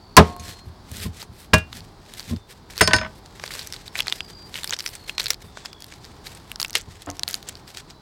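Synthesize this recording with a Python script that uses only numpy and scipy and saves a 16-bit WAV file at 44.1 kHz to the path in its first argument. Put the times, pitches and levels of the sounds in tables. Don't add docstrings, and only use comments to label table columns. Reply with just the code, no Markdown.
import sys
import numpy as np
from scipy import signal
from scipy.fft import rfft, irfft
from scipy.io import wavfile

SR = 44100
rng = np.random.default_rng(int(sys.argv[2]) if len(sys.argv) > 2 else 0)


def waveform_to_disk(signal):
    frames = np.transpose(np.atleast_2d(signal))
    scaled = np.clip(frames, -1, 1) * 32767
    samples = np.round(scaled).astype(np.int16)
    wavfile.write(sys.argv[1], SR, samples)


def convert_level_to_amplitude(level_db):
    exponent = np.asarray(level_db, float) / 20
    return 10 ** exponent


N = 353239

# (frequency [Hz], relative level [dB])
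AIR_SPECTRUM = [(18, -20), (30, 17.5), (59, 2.5), (98, 3), (273, -6.5), (404, -5.5), (512, -13.5),
                (844, -8.5), (1010, -11), (2610, -27), (4650, -19), (6050, -30), (14800, -41.5),
                (16000, -37)]
# (start [s], trill length [s], held length [s], end pitch [Hz], held-note rms [dB])
BIRD_PHRASES = [(-.22, .7, .19, 4220, -53), (1.85, .55, .09, 3570, -62), (3.85, .55, .105, 4745, -47),
                (4.75, .39, .08, 4180, -53.5), (5.36, .56, -.04, 3300, -53.5), (7.6, .37, .1, 3970, -62)]
# (frequency [Hz], relative level [dB], t60 [s])
BLOCK_MODES = [(82, -12.5, 0.22), (104, -9.5, 0.15), (167.2, -11, 0.17), (209, -9.5, .12),
               (315, -12.5, 0.096), (427.7, -14, 0.13), (448, -12.5, .06), (615, -18, 0.11),
               (774, -14.5, 0.033), (858, -21.5, .1), (1036, -4.5, 0.068), (1284, -24, 0.099),
               (1678, -16.5, 0.058)]
STAND_MODES = [(88.5, -6, .25), (289, -0.5, .15), (705, -1.5, 0.11), (710, -19, .85), (928, -8, .12),
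               (935, -22.5, 0.6), (1064, -8.5, 0.18), (1083, -19, .9), (1292, -14.5, 0.15)]
BLADE_FLAT_MODES = [(630, -4, .15), (1130, -4, .06), (1400, -13, .16), (1497, -16, .17), (2288, -16, .11),
                    (4958, -12, .07), (6051, -16, .05), (1663, 0, .14), (2444, -6, .18), (2772, -4, .2)]
BLADE_HELD_MODES = [(2449, -4.5, 0.047), (5932, -9, .1), (6500, 1, 0.062), (7400, -8, .08),
                    (8301, -17, .13), (8950, -16, 0.19), (10260, -14, .06), (10900, -8, 0.099),
                    (13200, -20, .12)]
DISH_MODES = [(635, -12, .13), (985, -16, .3), (1179, -14, .07), (2372, -16, .1), (2740, -24, .2),
              (3698, -20, .1), (4059, -18, .1), (5879, -20, .08), (7278, -20, .06), (1518, -4, .17),
              (1760, -6, .05), (1846, -9, .14), (1960, -8, .05), (4573, -19, .4), (5170, -12, .3),
              (6554, -21, .3), (8834, -25, .2), (8975, -19, .17)]
# (time [s], ring level [dB], hardness [dB/octave], clatter level [dB], clatter centre [Hz])
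BLOCK_BLOWS = [(.167, -5.5, 3.5, -7.5, 6000), (0.1731, 15, 2, -2.5, 1000), (.187, 1.5, 1.5, -14, 400),
               (0.395, -35, -9.5, -56, 150), (.48, -32, -5.5, -71, 153), (.666, -41, -13.5, -57, 148),
               (.914, -35.5, -10.5, -46, 200), (1.055, -21, -6, -44, 150), (1.289, -39, -8.5, -68, 150.5),
               (1.533, -1, -2, -18, 876), (2.304, -25, -6.5, -51, 200), (2.325, -24.5, -6.5, -42, 200),
               (2.81, -8, -2, -18, 1200), (2.877, -11, 0.5, -44, 600), (2.934, -12.5, -2, -23.5, 603),
               (5.441, -35, -5.5, -62, 150), (6.874, -33, -5, -60, 149)]
STAND_BLOWS = [(.175, -11, -0.44, -20, 2500), (7.071, -31.5, -3, -36, 496), (7.088, -38, 0, -38, 900)]
FLAT_BLOWS = [(1.535, -9, 0, -18, 2500), (1.54, -34, 5, -18, 6000), (1.582, -46, 1, -36, 6000)]
HELD_BLOWS = [(.397, -39, 0.0079, -40, 5000), (.43, -53, 0, -52, 4960), (1.169, -47, 0.0052, -49, 6500),
              (1.228, -45.5, 0, -49, 5000)]
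DISH_BLOWS = [(2.8085, -10, -3.5, -14.5, 2200), (2.812, -12, 7, -17, 11000),
              (2.815, -20, -4.5, -14.5, 1710), (2.836, -22, 5.5, -30.5, 6000),
              (2.8752, -18.5, -6.5, -12.5, 3870), (2.9088, -19, -5.5, -21.5, 1780),
              (2.9333, -5.5, -0.5, -11, 3500), (2.964, -23, -6.5, -23, 4430), (2.9844, -26, -2, -25, 2130),
              (3.013, -25.5, -7, -26, 1670), (3.032, -40, -5.5, -33, 1500), (3.048, -35, -10, -30, 1450),
              (3.062, -40, -6, -36, 1500)]
# (frequency [Hz], t60 [s])
CLATTER_DECAY = [(150, 0.15), (500, 0.12), (1500, 0.078), (4000, 0.073), (12000, 0.035)]
# (peak time [s], relative level [dB], 20 dB rise [s], 20 dB fall [s], relative treble [dB])
SCRAPE_STROKES = [(.27, -46, .05, .1, -12), (.5, -39, .13, .06, -9), (.578, -51, .05, .045, -14),
                  (.672, -59, .04, .04, -3), (.94, -45, .04, .15, -4), (1.035, -36.5, .16, .062, -5.5),
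                  (1.215, -41, .1, .035, -9), (1.41, -50, .1, .08, -4)]
# (peak time [s], relative level [dB], 20 dB rise [s], 20 dB fall [s], relative treble [dB])
RUSTLE_STROKES = [(1.735, -45, .04, .2, -8), (1.775, -38, .085, .045, -7), (2.04, -54, .035, .2, -11),
                  (2.138, -44, .18, .15, -11), (2.196, -40, .1, .08, -6), (2.309, -37.5, .12, .07, -8),
                  (2.509, -44.5, .04, .11, -8), (2.704, -41, .012, .09, -10), (2.8, -29, .04, .015, -9),
                  (3.1, -51, .04, .12, -10), (3.19, -56, .2, .06, -6), (3.26, -50, .04, .2, -12),
                  (3.532, -35.5, .2, .27, -9), (3.73, -40.5, .025, .25, -12),
                  (3.876, -39.5, .06, .016, -13), (3.958, -35, .012, .15, -16), (4.0, -32, .07, .023, -6),
                  (4.075, -36, .02, .11, -19), (4.129, -38, .06, .16, -8), (4.303, -39.5, .07, .033, -10),
                  (4.4, -58, .3, .3, -14), (4.494, -52, .13, .2, -7), (4.561, -36, .06, .13, -8.5),
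                  (4.645, -46, .08, .2, -2.5), (4.736, -32, .06, .036, -17), (4.799, -37.5, .02, .063, -9),
                  (4.869, -41, .07, .12, 0.5), (4.956, -41, .15, .036, -8), (5.02, -48, .1, .15, -8),
                  (5.097, -38, .06, .06, -8.5), (5.2, -27, .025, .03, -12), (5.261, -33.5, .11, .018, -15),
                  (5.308, -24, .027, .028, -9), (5.42, -50, .04, .15, -10), (5.468, -49, .1, .07, -4),
                  (5.576, -44, .08, .16, -20), (5.658, -33.5, .022, .038, -17), (5.81, -50, .027, .4, -9),
                  (5.923, -42, .043, .045, -19), (6.051, -49, .1, .25, -13), (6.273, -40, .06, .19, -9),
                  (6.39, -53, .2, .2, -9), (6.518, -47, .12, .055, -8), (6.608, -43, .02, .1, 3),
                  (6.759, -19.5, .014, .038, -16), (6.929, -47.5, .13, .15, -12),
                  (7.026, -45, .06, .035, -15), (7.155, -53, .4, .5, -11), (7.287, -36, .027, .15, -8),
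                  (7.337, -37.5, .06, .08, -7), (7.489, -36, .027, .043, -15), (7.58, -50, .04, .05, -10),
                  (7.685, -44, .028, .08, -8), (7.745, -46, .03, .1, -8), (7.774, -34, .036, .05, -12),
                  (7.904, -45, .032, .04, -18)]
# (frequency [Hz], relative density [dB per Hz])
LEAF_SPECTRUM = [(240, -27), (400, -1), (527, -2), (950, -16), (1440, -4), (1850, 0), (2790, -3),
                 (3720, -0.5), (8000, -5), (10400, -27), (17600, -120)]
# (peak time [s], relative level [dB], 20 dB rise [s], 20 dB fall [s])
TREMBLE_STROKES = [(.3, -29, .02, .085), (.42, -40, .15, .5), (.6, -41, .5, .2), (.676, -38, .15, .15),
                   (.908, -35, .02, .4), (1.064, -23, .25, .09), (1.322, -37.5, .3, .05),
                   (1.55, -28, .1, .25), (1.75, -29.5, .07, .22), (2.176, -45, .1, .15),
                   (2.33, -11, .047, .05), (2.602, -39.5, .03, .18), (2.95, -15, .015, .165),
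                   (3.3, -44, .14, .02)]
# (time [s], level [dB], leaf pitch [Hz], relative treble [dB], relative fraying tail [dB])
FIBRE_SNAPS = [(.3648, -27, 970, -2, -29), (.9159, -32, 8900, 8, -12), (.9689, -26.5, 3740, 5, -18),
               (1.0016, -27.5, 3880, 0, -14), (1.0364, -28.5, 4640, -2, -21), (1.2184, -20, 4600, -18, -18),
               (1.2273, -27, 880, -1.5, -6.5), (1.7287, -28, 3770, -10, -6),
               (1.8059, -26.5, 4450, -22, -34), (2.1377, -26, 3640, 0, -17),
               (2.1959, -14.5, 4600, -11, -40), (2.2043, -20.5, 4570, -12, -23),
               (2.2287, -28, 4570, -12, -23), (2.363, -28, 4610, -17, -18), (2.7008, -31, 2190, -4, -20),
               (2.7356, -35, 2480, -6, -7.5), (2.7605, -28, 4050, -10, -16), (2.7683, -27, 4310, -1, -11),
               (2.7788, -12.5, 4560, -3, -28), (2.7865, -19, 4480, -30, -27),
               (2.7989, -23.5, 2730, -4, -15), (3.2603, -29, 4350, -8, -20), (3.3971, -27, 1090, -30, -8.5),
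               (3.4383, -20, 1080, -30, -5.5), (3.4624, -26, 4130, -18, -16), (3.4778, -19, 4400, -26, -25),
               (3.5074, -18.5, 2090, -11, -25), (3.5182, -29, 3880, -3, -5), (3.5383, -17, 4670, -7, -20),
               (3.5522, -24.5, 1130, -1, -12), (3.593, -21, 4480, -8, -10.5), (3.6123, -21, 4270, -15, -16),
               (3.6195, -21, 4390, -16, -35), (3.6727, -23.5, 6050, 0, -13),
               (3.7248, -13.5, 5360, -10, -32), (3.7361, -23, 5600, -9, -14),
               (3.7414, -20.5, 4360, -14, -19), (3.764, -23, 4060, -15, -22), (3.8791, -32, 4220, -6, -5.5),
               (3.9548, -14, 2180, -23, -16), (3.962, -15, 2580, -30, -20), (3.9904, -7, 4020, -30, -29),
               (3.9973, -12.5, 2350, -30, -25), (4.0041, -7.5, 3060, -10.5, -10.5),
               (4.022, -18.5, 4630, -24, -20), (4.0299, -25, 4870, -16, -16), (4.062, -21, 4050, -23, -31),
               (4.0699, -15.5, 1970, -14, -14), (4.082, -6, 4350, -18, -29), (4.0986, -15, 4430, -9, -33),
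               (4.118, -24, 2920, -12, -20), (4.1245, -2.5, 3550, -35, -22.5),
               (4.2062, -12, 3030, -26, -21), (4.3006, -28, 4640, -21, -19),
               (4.5425, -15.5, 3860, -15, -28), (4.5561, -13, 2900, -17, -18),
               (4.5762, -27.5, 3170, -7, -5), (4.5881, -22, 2710, -12, -20), (4.6333, -17.5, 3900, -2, -21),
               (4.6437, -12, 3670, -6, -12), (4.6755, -16, 4930, -4.5, -18), (4.695, -15, 4910, -15, -23),
               (4.7077, -7, 6450, -18, -35), (4.7254, -19, 1870, -13, -7.5), (4.7341, -13.5, 3600, -22, -8),
               (4.7415, -16, 5200, -14, -17), (4.7652, -33, 5680, -10, 0), (4.7896, -15.5, 5330, -10, -16),
               (4.7956, -13.5, 5300, -16, -31), (4.8047, -20.5, 5040, -10, -6.5),
               (4.825, -27, 5060, -1.5, -26), (4.8412, -24, 4690, -15, -18), (4.8624, -12, 5400, -14, -8),
               (4.8754, -14.5, 5300, -25, -31), (4.8804, -21, 5430, -10, -33),
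               (4.8902, -20.5, 5340, -3, -26), (4.953, -19.5, 8350, -9, -16),
               (5.0951, -12.5, 2700, -18, -17.5), (5.1814, -4, 4130, -28, -20),
               (5.1978, -11, 4180, -13, -6.5), (5.2056, -8.5, 4100, -11, -27), (5.217, -21, 4660, -8, -19),
               (5.2307, -28, 3950, 4, -12), (5.2419, -28, 3800, 11, -24), (5.2587, -10, 4530, -9, -16),
               (5.2672, -13, 4250, -17, -15), (5.2828, -23.5, 4000, 4, -8), (5.305, 2.5, 5620, -15, -19),
               (5.3335, -18, 4150, -2, -32), (5.3439, -22, 4800, -10, -12), (5.5726, -24.5, 1070, -25, -11),
               (5.6505, -30, 880, -9, -8), (5.6577, -15.5, 4980, -30, -17.5), (5.7304, -26, 5000, -11, -14),
               (5.8046, -31, 5210, 0, -18), (5.8227, -22, 4800, -2, -31), (5.8432, -26, 4350, 1, -28),
               (5.8659, -31.5, 8760, -1, -22), (5.9234, -24, 2260, -20, -16),
               (5.9382, -26.5, 4460, -13, -17), (6.0449, -26.5, 4670, -30, -23),
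               (6.0512, -26, 4750, -9, -32), (6.2686, -20, 4400, -14, -14), (6.3498, -31, 8340, -2.5, -10),
               (6.5166, -16.5, 2850, 0, -34), (6.5588, -16.5, 5150, -18, -33),
               (6.6, -6, 4770, -11.5, -19.5), (6.6054, -19, 6350, 2, -28), (6.6159, -10.5, 4430, 2, -24),
               (6.6287, -6.5, 5100, -6, -36), (6.6477, -11.5, 2700, -9.5, -13.5),
               (6.6607, -24, 5200, -19, -28), (6.682, -26, 6200, 2, -27), (6.6972, -22, 6090, -30, -24),
               (6.7066, -22.5, 4300, 2, -31), (6.7309, -20, 5300, -4, -28), (6.7401, -25, 5300, -8, -17),
               (6.7535, -0.5, 3150, -9.5, -14), (6.7597, -17.5, 3000, -16, -9),
               (6.7826, -29, 4340, 11.5, -17), (6.8123, -24.5, 6460, -4, -29), (6.818, -27, 7730, -15, -31),
               (7.0207, -33.5, 3740, 5, -9.5), (7.0619, -28, 7190, -5, -32),
               (7.1015, -15.5, 6290, -12, -28), (7.1129, -24.5, 6520, -10, -31),
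               (7.1688, -28, 5660, -8, -25), (7.1948, -11.5, 5740, -9, -36), (7.2338, -4.5, 4200, -8, -40),
               (7.2791, -8, 4300, -9.5, -39), (7.2876, -30.5, 4230, 12, -17), (7.3102, -23, 4630, 9, -22),
               (7.3308, -21.5, 6340, -7, -11), (7.3427, -7.5, 4480, -5, -31),
               (7.3525, -20.5, 6850, -2, -35), (7.4282, -24.5, 4100, -5, -37),
               (7.4885, -12.5, 7250, -26, -27), (7.4928, -20, 3200, 4, -29),
               (7.5541, -22.5, 4610, -21, -31), (7.5715, -33, 4820, -13, -20),
               (7.6783, -28.5, 4800, -13, -22), (7.7478, -26, 3900, -30, -14), (7.7718, -23, 4200, -8, -9),
               (7.9071, -24.5, 4890, -23, -24.5)]


def rms_one(x):
    return x / np.sqrt(np.mean(x ** 2) + 1e-20)


def at_hz(points, hz):
    points_hz, values = np.transpose(points)
    return np.interp(np.log(hz), np.log(points_hz), values)


def coloured(x, spectrum):
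    hz = np.maximum(np.fft.rfftfreq(N, 1 / SR), 1)
    return irfft(rfft(x) * convert_level_to_amplitude(at_hz(spectrum, hz)), N)


def band(x, low_hz, high_hz):
    return signal.sosfilt(signal.butter(2, [low_hz, high_hz], "band", fs=SR, output="sos"), x)


def drift(rate_hz):
    r = np.exp(-2 * np.pi * rate_hz * 40 / SR)
    slow = signal.lfilter([1], [1, -2 * r, r * r], rng.standard_normal(N // 40 + 2002))[2000:]
    return np.interp(np.arange(N) / 40, np.arange(len(slow)), rms_one(slow))


def ring(x, hz, t60_s):
    r = convert_level_to_amplitude(-60 / (t60_s * SR))
    w = 2 * np.pi * hz / SR
    return signal.lfilter([0, np.sin(w)], [1, -2 * r * np.cos(w), r * r], x + 1e-18)


def clicks(times_s, levels_db):
    out = np.zeros(N)
    np.add.at(out, np.round(times_s * SR).astype(int), convert_level_to_amplitude(levels_db))
    return out


def strokes(rows, roundness):
    treble_swing = 1.2
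    t = np.arange(0, N + 40, 40) / SR
    level_db = -200
    for peak_s, db, rise_s, fall_s, *treble_db in rows:
        distance = np.where(t < peak_s, (peak_s - t) / rise_s, (t - peak_s) / fall_s)
        loss_db = 20 * distance ** roundness
        swells = [db - loss_db]
        swells += [db + share - treble_swing * loss_db for share in treble_db]
        level_db = np.maximum(level_db, swells)
    return [convert_level_to_amplitude(np.interp(np.arange(N) / SR, t, row)) for row in level_db]


def air():
    level_db = -44.5 + 1.4 * drift(1.1)
    return convert_level_to_amplitude(level_db) * rms_one(coloured(rng.standard_normal(N), AIR_SPECTRUM))


def bird(waver):
    pitch_drop, swell_db = .15, 11
    entry_s, fade_s = .12, .05
    out, t = np.zeros(N), np.arange(N) / SR
    for start_s, trill_s, held_s, end_hz, db in BIRD_PHRASES:
        left = np.clip(1 - (t - start_s) / trill_s, 0, 1)
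        depth = np.clip(9.0 * left, 0, 1)
        pulses_per_s = np.interp(left, [0, 1], [50, 85])
        pulse = np.cos(np.pi * np.cumsum(pulses_per_s) / SR) ** 4
        fade_out = np.clip((start_s + trill_s + held_s - t) / fade_s, 0, 1)
        fade_in = np.clip((t - start_s) / entry_s, 0, 1)
        envelope = (1 + depth * (2 * pulse - 1)) * fade_out * fade_in
        hz = end_hz * (1 + pitch_drop * left ** 1.4) * (1 + waver * depth * drift(60))
        tone = np.sin(2 * np.pi * np.cumsum(hz) / SR)
        level_db = db - swell_db * left + 2.5 * depth * drift(9)
        out += np.sqrt(2) * convert_level_to_amplitude(level_db) * envelope * tone
    return out


def struck(modes, blows, middle_hz, choke_db, rise_cycles):
    hz, level_db, t60_s = np.transpose(modes)[:, :, None]
    t = np.arange(int(SR * min(t60_s.max(), .6))) / SR
    out = np.zeros(N + SR)
    onset = 1 - np.exp(-t * hz / rise_cycles)
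    rings = -np.sin(2 * np.pi * hz * t) * convert_level_to_amplitude(level_db - 60 * t / t60_s) * onset
    for s, db, hardness, *_ in blows:
        later = sum(np.clip((s + t - b[0]) / .003, 0, 1) for b in blows if s < b[0] < s + 1)
        mode_gain = convert_level_to_amplitude(db + hardness * np.log2(hz[:, 0] / middle_hz))
        at = round(s * SR)
        out[at:at + len(t)] += mode_gain @ rings * convert_level_to_amplitude(choke_db * later)
    return out[:N]


def block():
    return struck(BLOCK_MODES, BLOCK_BLOWS, middle_hz=302, choke_db=-3, rise_cycles=.4)


def hollow_stand():
    return struck(STAND_MODES, STAND_BLOWS, middle_hz=700, choke_db=1.5, rise_cycles=.6)


def clatter(bodies):
    out = 0
    edges_hz = 120 * 2 ** np.arange(0, 7.2, .7)
    for low_hz, high_hz in zip(edges_hz, edges_hz[1:]):
        hz, dying = np.sqrt(low_hz * high_hz), 0
        for blows, narrow_db, stretch, wash_db, wash_stretch in bodies:
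            s, _, _, db, centre_hz = np.transpose(blows)
            kick = clicks(s, db - narrow_db * np.log2(hz / centre_hz) ** 2) + 1e-18
            t60_s = np.array([stretch, wash_stretch]) * at_hz(CLATTER_DECAY, hz)
            fast, slow = convert_level_to_amplitude(-60 / (t60_s * SR))
            wash = convert_level_to_amplitude(wash_db)
            poles = np.convolve([1, -fast], [1, -slow])
            dying = dying + signal.lfilter([1 + wash, -slow - wash * fast], poles, kick)
        noise = band(dying * rng.standard_normal(N), low_hz, high_hz)
        out = out + noise * np.sqrt(SR / 2 / (high_hz - low_hz))
    return out


def rustle(rows, roundness, per_s, spread_db, clump_db, smooth, level_db):
    gain, treble_gain = convert_level_to_amplitude(level_db) * np.array(strokes(rows, roundness))
    sizes = convert_level_to_amplitude(spread_db * np.minimum(rng.exponential(1, N), 4)) * rng.choice([-1, 1], N)
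    grains = rms_one(sizes * (rng.random(N) < per_s / SR))
    rub = (grains + smooth * rng.standard_normal(N)) * convert_level_to_amplitude(clump_db * drift(45))
    body = gain * rms_one(coloured(rub, LEAF_SPECTRUM))
    treble = rms_one(band(band(rub, 6500, 14400), 6000, 17000))
    return body + treble_gain * treble


def tremble():
    push = rng.standard_normal(N)
    shaking = sum(convert_level_to_amplitude(db) * ring(push, hz, .6 * t60_s) for hz, db, t60_s in BLOCK_MODES[:4])
    return strokes(TREMBLE_STROKES, roundness=1)[0] * convert_level_to_amplitude(-11.0) * rms_one(shaking)


def snaps(cycles, crack_db, tail_s, lead_s):
    s, db, hz, treble_db, tail_db = np.transpose(FIBRE_SNAPS)[:, :, None]
    t = np.arange(-200, 900) / SR
    noise = rng.standard_normal((len(FIBRE_SNAPS), 4, len(t)))

    def dying(t60_s):
        return convert_level_to_amplitude(-60 * np.maximum(t, 0) / t60_s) * (t >= 0)

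    tail = convert_level_to_amplitude(-60 * np.where(t < 0, -t / lead_s, t / tail_s)) * np.minimum(noise[:, 3] ** 2, 3.0)
    leaf = np.sin(2 * np.pi * hz * t) * dying(cycles / np.sqrt(4000 * hz))
    crack = convert_level_to_amplitude(crack_db) * band(noise[:, 0] * dying(0.0085), 920, 5700)
    hiss = noise[:, 1] * (dying(0.0033) + convert_level_to_amplitude(tail_db + 1.0) * tail)
    treble = convert_level_to_amplitude(treble_db - 0.5) * band(hiss, 5300, 13400)
    hum = band(noise[:, 2] * tail, 58.4, 590) * np.sin(2 * np.pi * hz * t)
    fray = convert_level_to_amplitude(tail_db) * (convert_level_to_amplitude(6.5) * band(noise[:, 2] * tail, 1320, 5200) + convert_level_to_amplitude(19.5) * hum)
    out = np.zeros(N + len(t))
    np.add.at(out, np.round((s + t) * SR).astype(int), convert_level_to_amplitude(db) * (leaf + crack + treble + fray))
    return band(out[:N], 520, 17000)


def blade():
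    held = struck(BLADE_HELD_MODES, HELD_BLOWS, middle_hz=6000, choke_db=-1.5, rise_cycles=.8)
    flat = struck(BLADE_FLAT_MODES, FLAT_BLOWS, middle_hz=2000, choke_db=-0.5, rise_cycles=.8)
    return held + flat


def dish():
    return struck(DISH_MODES, DISH_BLOWS, middle_hz=1960, choke_db=-3.45, rise_cycles=1.0)


def scene():
    wood = block() + tremble() + hollow_stand()
    metal = blade() + dish()
    noise = clatter([(BLOCK_BLOWS + STAND_BLOWS, 2.5, .8, -26, 3.5),
                     (FLAT_BLOWS, 3.0, .4, -16, 2.2),
                     (HELD_BLOWS + DISH_BLOWS, 7.0, .3, -22, 2.2)])
    husk = snaps(cycles=16.0, crack_db=-10.5, tail_s=0.014, lead_s=0.004)
    husk += rustle(SCRAPE_STROKES, roundness=2, per_s=5000, spread_db=4.0, clump_db=2.0,
                   smooth=0.77, level_db=-0.05)
    husk += rustle(RUSTLE_STROKES, roundness=1, per_s=2400, spread_db=4.0, clump_db=3.2,
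                   smooth=0.85, level_db=-1.0)
    return (wood + metal + noise + husk + bird(waver=0.006) + air())[None]


def band_limit(x):
    return signal.sosfilt(signal.butter(12, 16370, fs=SR, output="sos"), x)


def record(dry):
    thin = signal.sosfilt(signal.butter(3, 52, "high", fs=SR, output="sos"), dry)
    mix = np.clip(thin, -.98, .98)
    return band_limit(mix)


dry = scene()
out = record(dry)
waveform_to_disk(out)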